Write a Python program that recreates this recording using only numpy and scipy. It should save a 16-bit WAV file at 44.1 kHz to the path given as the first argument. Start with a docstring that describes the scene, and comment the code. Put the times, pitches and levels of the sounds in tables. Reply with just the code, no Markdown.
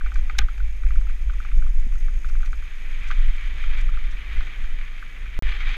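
"""Coasting down a dirt trail

A bike is heard from a camera sealed in a plastic case on the rider's helmet. Wind and bumps shake the
helmet in deep throbs. Rushing air and knocks of the mount make the case ring, while the freehub (the
ratchet in the back wheel) ticks softly. Near the end the sound drops out for a moment."""
import sys
import numpy as np
from scipy import signal
from scipy.fft import rfft, irfft, next_fast_len
from scipy.io import wavfile
from scipy.ndimage import uniform_filter1d

SR = 44100
rng = np.random.default_rng(int(sys.argv[2]) if len(sys.argv) > 2 else 0)


def dump_mix(stems):
    """Bounce the given channels to the path in sys.argv[1] as a 16-bit WAV at rate SR."""
    frames = np.atleast_2d(stems).T  # one column per channel
    limited = np.clip(frames, -1, 1)  # hard clip at full scale
    pcm = np.round(limited * 32767).astype(np.int16)
    wavfile.write(sys.argv[1], SR, pcm)


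N = 254442

# Knocks of the mount. Hardness lifts the middle and top notes of the case, tone tilts its low notes
# upward, brightness lifts only the top: (time [s], level [dB], hardness [dB], tone [dB], brightness [dB])
MOUNT_KNOCKS = [(0.0102, -25.5, -25, 6, -3), (0.06, -23, -13, 1, -3), (0.1178, -26.5, -11, 2, -3),
                (0.1567, -22.5, -14.5, -4, 1), (0.191, -36, -23, 2, -3), (0.297, -22, -5, -10, -5),
                (0.3496, -30, -17, 9, -3), (0.3844, -28, 7, 8, 7), (0.3881, -17, 7, 7, 6.5),
                (0.3934, -26, -20, 7, -3), (0.4144, -27.5, -3, 13, -6), (0.418, -30.5, -17, 3, -1),
                (0.485, -25, -14, 11, -6), (0.579, -40.5, 4, 0, -12), (0.602, -31, -15, 12, -3),
                (0.834, -33.5, -5, -2, -6), (0.865, -41.5, 2, 3, -9), (0.905, -31.5, -4, -2, -9),
                (0.955, -32, -19, 3, -3), (1.0127, -35, -11, -2, -3), (1.068, -38, -3, 7, -8),
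                (1.095, -31.5, -22, -3, -3), (1.2966, -26.5, -19, -1, -3), (1.334, -34, -18, 2, -3),
                (1.401, -30.5, -20, 7, -3), (1.449, -29.5, -11, 1, -3), (1.515, -33, -15, 1, -6),
                (1.6222, -30.5, -30, 0, -3), (1.6636, -31.5, -21, -1, -1), (1.922, -38.5, -15, 5, -3),
                (1.954, -37.5, -6, 6, -3), (2.082, -30.5, -13, 4, -3), (2.244, -26, -15, 5, -1),
                (2.2886, -37, -4, -2, -10), (2.297, -37, -15, -5, -3), (2.352, -33, -13, -2, -3),
                (2.404, -35, -15, -3, -3), (2.43, -27.5, -8, 1, -12), (2.443, -35, -14, 7, -3),
                (2.4592, -41, 2, 3, 4), (2.474, -38, -10, -2, -3), (2.529, -25, -7, 6, -13),
                (2.624, -36, -15, 0, -3), (3.1042, -18.5, -32, -4, -3), (3.112, -18.5, -5.5, -7, -3.5),
                (3.2133, -32.5, -11, 0, -3), (3.638, -26.5, -5, -1, -11), (3.7728, -45, 3, -2, -1),
                (3.8898, -31.5, -10, -4, -5), (3.938, -32.5, -22, 0, -3), (3.9718, -26, -25, -5, -3),
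                (4.4067, -23, -7.5, 0, -5), (4.4698, -34.5, -6, 6, 0), (4.642, -34, -2, 2, -3),
                (4.812, -38, 0, -6, -7), (5.0257, -29, -25, 1, -5), (5.258, -37, -2, -2, -3),
                (5.485, -33, -8, -4, -6), (5.498, -38, 3, -2, -15), (5.605, -38, 4, -2, -12),
                (5.618, -41, 7, -3, -6), (5.631, -34, 0, 1, -12), (5.675, -44, 2, -4, -12.5),
                (5.683, -41, 6, 0, -6), (5.692, -37, 12, 0, -12), (5.702, -36, -4, -2, -12),
                (5.743, -41, 5, 2, -12)]
# The case's modes, the notes it rings at. Ring time is how long a note takes to fade by 60 dB:
# (pitch [Hz], ring time [s], level when knocked [dB], level in rushing air [dB])
CASE_MODES = [(1243, 0.052, -6, -14), (1354, 0.031, 2.5, -59), (1467, 0.04, -2, -31),
              (1810, 0.012, 2, -12.5), (2030, 0.0098, -15, 5), (2334, 0.0082, 9, 11.5),
              (2586, 0.0046, -9, -0.5), (2935, 0.024, -6.5, -5), (3170, 0.014, -14, -1),
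              (3530, 0.028, -15, -8), (3900, 0.013, -1, -62), (4220, 0.02, -5.5, -53),
              (5240, 0.012, -37, -45), (5990, 0.0073, -8, -22), (6310, 0.0082, -4.5, -29)]
# The note of the hollow inside the case, with the same columns
CAVITY_MODE = (803.5, 0.08, -13, -13)
MIDDLE_FROM_HZ, TOP_FROM_HZ = 1650, 2700  # split the modes into low, middle and top


def undb(db):
    """Turn decibels into a factor to multiply by."""
    return 10 ** (np.asarray(db) / 20)


def level(x, db):
    """Scale a sound to an average (rms) level."""
    return x * undb(db) / np.sqrt(np.mean(x ** 2))


def filtered(x, kind, hz, order=2):
    """Keep the lows, the highs or a band; a higher order cuts more steeply."""
    return signal.sosfilt(signal.butter(order, hz, kind, fs=SR, output="sos"), x)


def ring(x, hz, ring_s):
    """One mode: every click in x starts a fading tone."""
    decay, angle = np.exp(-np.log(1000) / (ring_s * SR)), 2 * np.pi * hz / SR
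    return signal.lfilter([0, np.sin(angle)], [1, -2 * decay * np.cos(angle), decay * decay], x)


def fade(kicks, fade_s):
    """Give each kick a tail that falls to about a third in fade_s."""
    return signal.lfilter([1], [1, -np.exp(-1 / (fade_s * SR))], kicks)


def coloured(points):
    """Noise shaped by (frequency [Hz], level [dB]) points."""
    hz, db = np.transpose(points)
    size = next_fast_len(N)
    freqs = np.maximum(np.arange(size // 2 + 1) * SR / size, 1)
    gain = undb(np.interp(np.log(freqs), np.log(hz), db))
    return irfft(rfft(rng.standard_normal(size)) * gain, size)[:N]


def wander(rate):
    """A smooth random curve, about 1 in size, that changes `rate` times a second."""
    hold = int(SR / rate)
    steps = np.repeat(rng.standard_normal(N // hold + 1), hold)
    smooth = uniform_filter1d(uniform_filter1d(steps, hold), hold)[:N]
    return smooth / np.std(smooth)


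def curves(tables):
    """Join tables of (time [s], value, ...) and draw a line through each value column."""
    times, *columns = np.vstack(tables).T
    return [np.interp(np.arange(N) / SR, times, column) for column in columns]


def wall(x):
    """The stiff case wall lets little through below its own lowest note."""
    return filtered(x, "highpass", 1104, order=8)


def hiss():
    """A faint high hiss that wavers slightly."""
    # Shape of the hiss: (frequency [Hz], level [dB])
    spectrum = [(2470, -22), (4200, -5), (5690, -2.5), (6530, -0.5), (7670, -7), (15000, -10)]
    return level(coloured(spectrum) * undb(0.76 * wander(21.8)), -66)


def scuffs():
    """Brief soft scrapes in the treble, each a rough swell of noise."""
    # Scrapes: (time [s], relative level [dB], length [ms])
    scrapes = [(0.138, -48, 14), (0.155, -57, 20), (0.57, -59.5, 21), (2.284, -54, 19), (2.454, -53.5, 17),
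               (3.07, -53, 29), (3.785, -52, 8.6), (3.803, -50.5, 17), (4.1, -56, 27)]
    out = np.zeros(N)
    t = np.arange(3000) / SR
    for (at, db, ms), noise in zip(scrapes, rng.standard_normal((len(scrapes), len(t)))):
        swell = np.sin(np.pi * np.clip(t * 1000 / ms, 0, 1))
        out[int(at * SR):][:len(t)] += undb(db) * noise * swell
    return 2 * filtered(out * undb(2.8 * wander(300)), "bandpass", (3600, 7150))


def freehub():
    """Small sprung catches (pawls) drop unevenly over the ratchet teeth and chatter briefly."""
    # Notes of the pawls: (pitch [Hz], ring time [s], level [dB])
    pawl_modes = [(6565, 0.011, -4), (6050, 0.0044, -5.5), (4990, 0.0092, -9.5), (8130, 0.0056, -10.5),
                  (10060, 0.0048, -13.5), (11430, 0.0053, -12.5)]
    # Loudness of the ticking: (time [s], level [dB])
    loudness = [(0, -69), (.15, -64.5), (.5, -67), (1.35, -65), (1.65, -63), (2.1, -63), (2.4, -61),
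                (2.6, -65), (3.65, -65.5), (4.2, -68), (4.6, -66), (5.38, -71.5), (5.75, -67)]
    (db,) = curves([loudness])
    drops_per_s = 61
    timing, strength = rng.standard_normal((int(N / SR * drops_per_s * 2), 2)).T
    at = (np.cumsum(1 + .16 * timing) * SR / drops_per_s).astype(int)
    drops = np.zeros(N)
    drops[at[at < N]] = undb(2.5 * strength[at < N])
    chatter = fade(drops, 0.0091) + 0.13  # the springs drag on between drops
    ticks = sum(undb(mode_db) * ring(chatter * rng.standard_normal(N), hz, ring_s)
                for hz, ring_s, mode_db in pawl_modes)
    return undb(db) * level(wall(ticks), 0)


def thuds():
    """Soft low thuds: a short swell of noise stirs one quickly fading note."""
    # Thuds: (time [s], peak level [dB], pitch [Hz], rough length [ms])
    bumps = [(0.387, -28.5, 85, 20), (0.389, -37, 214, 20), (1.864, -33.5, 191, 10.3)]
    out = np.zeros(N)
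    t = np.arange(3000) / SR
    for (at, db, hz, ms), noise in zip(bumps, rng.standard_normal((len(bumps), len(t)))):
        thud = ring(noise * t * np.exp(-t * 4000 / ms), hz, ring_s=0.013)
        out[int(at * SR):][:len(t)] += undb(db) * thud / np.max(np.abs(thud))
    return out


def wind_rumble(gust_db, quick_db):
    """Swirling air beats on the case, harder in gusts and when the helmet shakes more."""
    # Shape of the rumble: (frequency [Hz], level [dB])
    spectrum = [(35, -68), (60, -3.5), (81, 1), (92, -4.5), (315, -17.5), (719, -23.5), (1000, -23.5),
                (1300, -50), (2200, -120)]
    calm_db, usual_shake_db = -52, -26.5
    db = calm_db + 0.33 * gust_db + 0.15 * (quick_db - usual_shake_db)
    return undb(db) * level(coloured(spectrum) * undb(0.96 * wander(11.5)), 0)


def gravel():
    """Small stones flick up from the tyres: a gain that adds short bursts to the air rush."""
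    chances_per_s, stones_per_s = 200, 80
    at, luck, size = rng.random((int(N / SR * chances_per_s), 3)).T
    strength = undb(-9.5 - 3 * np.log(size + 0.017))  # many weak, a few strong
    kicks = np.zeros(N)
    kicks[(at * N).astype(int)] = (luck < stones_per_s / chances_per_s) * strength
    return 1 + fade(kicks, 0.0019)


def rattle():
    """How strongly the loose case buzzes on after each knock; more after hard blows."""
    at, db, hardness_db, *_ = np.transpose(MOUNT_KNOCKS)
    kicks = np.zeros(N)
    kicks[(at * SR).astype(int)] = undb(db - 23.5 + .5 * hardness_db)
    return fade(kicks, 0.018)


def air_rush(air_db, gust_db):
    """Gusty, gritty air rings the case; faster air and rattling make it louder and brighter."""
    drive_db = 20 * np.log10(undb(air_db) + rattle())
    bright_db = -1 + 0.43 * gust_db + 0.55 * (drive_db - air_db)
    crunch_db = 0.5 + 0.031 * gust_db  # faster air is more uneven
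    grit = undb(2 * rng.exponential(size=N)) * (rng.random(N) < .05)
    air = rng.standard_normal(N) * (1 + 1.42 * grit) * gravel()
    air *= undb(0.33 * wander(27.8) + crunch_db * wander(79))
    air = signal.lfilter([1], [1, -.6], air)  # air pressure moves a wall less in the treble
    case = 0
    for hz, ring_s, _, mode_db in CASE_MODES:
        flicker_db = 1.5 * wander(30)
        case += level(ring(air, hz, ring_s), mode_db) * undb(flicker_db + bright_db * (hz > TOP_FROM_HZ))
    case = filtered(case, "lowpass", 6050)  # the seal dulls the rush
    hz, ring_s, _, cavity_db = CAVITY_MODE
    cavity = level(ring(air, hz, ring_s), cavity_db)
    return undb(drive_db) * level(wall(case) + cavity, 0)


def knocks():
    """The mount hits the helmet: short rough blows ring the case, and hard ones reach its top notes."""
    at, db, hardness_db, tone_db, bright_db = np.transpose(MOUNT_KNOCKS)[:, :, None]
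    treble_db = -5 + 1.155 * hardness_db + bright_db
    blow_ms = 1.29 * np.exp(0.14 * rng.standard_normal(at.shape) - 0.017 * hardness_db)  # hard is short
    t = np.arange(3000) / SR
    progress = t / (np.clip(blow_ms, .7, 4) / 1000)
    blows = rng.standard_normal((len(at), len(t))) * progress * np.exp(-2 * progress)
    blows /= np.sqrt(np.sum(blows ** 2, axis=1, keepdims=True))

    def struck(hz, ring_s, mode_db, tilt_db):
        """One note of the case, rung by every blow."""
        if hz < MIDDLE_FROM_HZ:
            reach_db = tilt_db * (hz - 1360) / 240  # low notes tilt around 1360 Hz
        else:
            reach_db = hardness_db if hz < TOP_FROM_HZ else treble_db
        reach_db = reach_db + 1.63 * rng.standard_normal(at.shape)  # each blow lands somewhere else
        push = filtered(blows, "bandpass", [hz / 1.18, hz * 1.121])
        strength = np.abs(blows @ np.exp(-2j * np.pi * hz * t))[:, None]
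        push /= strength + 0.35  # roughly even out the blows at this pitch
        return undb(mode_db + reach_db) * ring(push, hz, 0.6 * ring_s)  # contact shortens the ring

    # a little of each blow gets through without ringing, as a crack and a dry slap
    crack = filtered(blows, "highpass", 7000) * undb(treble_db - 2)
    slap = filtered(blows, "bandpass", (650, 3200)) * undb(hardness_db - 5)
    case = wall(sum(struck(*mode[:3], tone_db) for mode in CASE_MODES))
    cavity = undb(0.85 * hardness_db) * struck(*CAVITY_MODE[:3], tilt_db=0)
    hits = undb(db) * (case + cavity + crack + slap)
    build_up_s = 0.001007
    out = np.zeros(N)
    for start, hit in zip(((at[:, 0] - build_up_s) * SR).astype(int), hits):
        out[start:start + len(t)] += hit[:N - start]
    return out


def helmet_shake(slow_db, quick_db):
    """Gusts and bumps rock the helmet on neck and strap: two deep throbs that never quite rest."""
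    # The slow and the quick shake: (centre [Hz], width [Hz])
    bands = [(18, 14.2), (43, 20.7)]
    out = 0
    for (hz, width), db in zip(bands, (slow_db, quick_db)):
        sway = filtered(rng.standard_normal(N + SR), "bandpass", [hz - width / 2, hz + width / 2], 4)
        sway = level(sway[SR:], 0)  # skip the first second, while it builds up
        cycle = int(SR / hz)
        power = uniform_filter1d(uniform_filter1d(sway ** 2, cycle), cycle)
        out += undb(db) * level(sway / np.sqrt(power + 0.019), 0)  # even out the swings
    out += 0.81 * (out ** 2 - uniform_filter1d(out ** 2, SR // 8))  # pushes are sharper than swings back
    # head and helmet are too heavy to follow anything quicker
    return signal.sosfiltfilt(signal.butter(4, 53, fs=SR, output="sos"), out)


def scene():
    """All the sources add up at the one microphone inside the case."""
    # Helmet shaking, before and after the dropout: (time [s], slow shake [dB], quick shake [dB])
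    shake_levels = [
        [(0.0, -24, -42), (0.06, -16, -19.5), (0.12, -40, -27), (0.19, -10.5, -18), (0.3, -23, -30.5),
         (0.42, -10, -16), (0.55, -36.5, -26.5), (0.64, -18.5, -21), (0.81, -21, -36), (0.87, -9, -15),
         (0.93, -15, -19), (0.98, -10.5, -15), (1.2, -16, -24.5), (1.27, -18.5, -16), (1.34, -22, -25),
         (1.39, -18.5, -25.5), (1.44, -27.5, -38), (1.54, -14, -25), (2.22, -18, -28), (2.34, -10.5, -17),
         (2.74, -27, -37.5), (3.21, -14.5, -26.5), (3.28, -14, -35), (3.58, -31.5, -25.5), (3.66, -13, -47),
         (3.7, -13, -25), (4.26, -32.5, -33.5), (4.38, -14.5, -23), (4.54, -31, -39), (4.59, -19, -25),
         (5.07, -26.5, -43.5), (5.16, -36, -37), (5.25, -29.5, -32.5), (5.31, -28, -33), (5.38, -18, -44)],
        [(5.43, -18.5, -29), (5.46, -16.5, -24.5), (5.6, -31, -34.5), (5.712, -14.5, -26), (5.76, -29, -38)],
    ]
    # Rushing air, before and after the dropout: (time [s], level [dB])
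    air_levels = [
        [(0, -49), (.3, -50.5), (1.2, -51), (1.5, -49.5), (1.9, -51.5), (2.2, -51), (2.56, -51.5),
         (2.61, -46.5), (2.65, -49), (2.7, -45), (2.78, -46.5), (3.14, -42), (3.45, -43), (3.78, -40.5),
         (3.9, -44), (4.26, -44.5), (4.33, -40), (4.58, -44.5), (4.84, -45), (5.28, -47), (5.385, -43)],
        [(5.424, -36), (5.46, -37.5), (5.485, -38), (5.505, -36.5), (5.53, -39), (5.555, -37), (5.588, -42),
         (5.607, -35), (5.645, -40.5), (5.67, -34.5), (5.7, -36.5), (5.76, -35.5)],
    ]
    slow_db, quick_db = (db + 3 * wander(12) for db in curves(shake_levels))
    (air_db,) = curves(air_levels)
    gust_db = air_db + 50  # how far above calm air, which is -50 dB
    air = hiss() + wind_rumble(gust_db, quick_db) + air_rush(air_db, gust_db)
    return (air + helmet_shake(slow_db, quick_db) + freehub() + knocks() + thuds() + scuffs())[None]


def record(dry):
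    """The sound drops out abruptly for a moment, and the highest treble is cut."""
    off_s, back_s, top_hz = 5.39050, 5.42383, 15150
    t = np.arange(N) / SR
    on = (t < off_s) | (t >= back_s)
    return signal.sosfilt(signal.ellip(12, .2, 70, top_hz, fs=SR, output="sos"), dry * on)


dry = scene()
out = record(dry)
dump_mix(out)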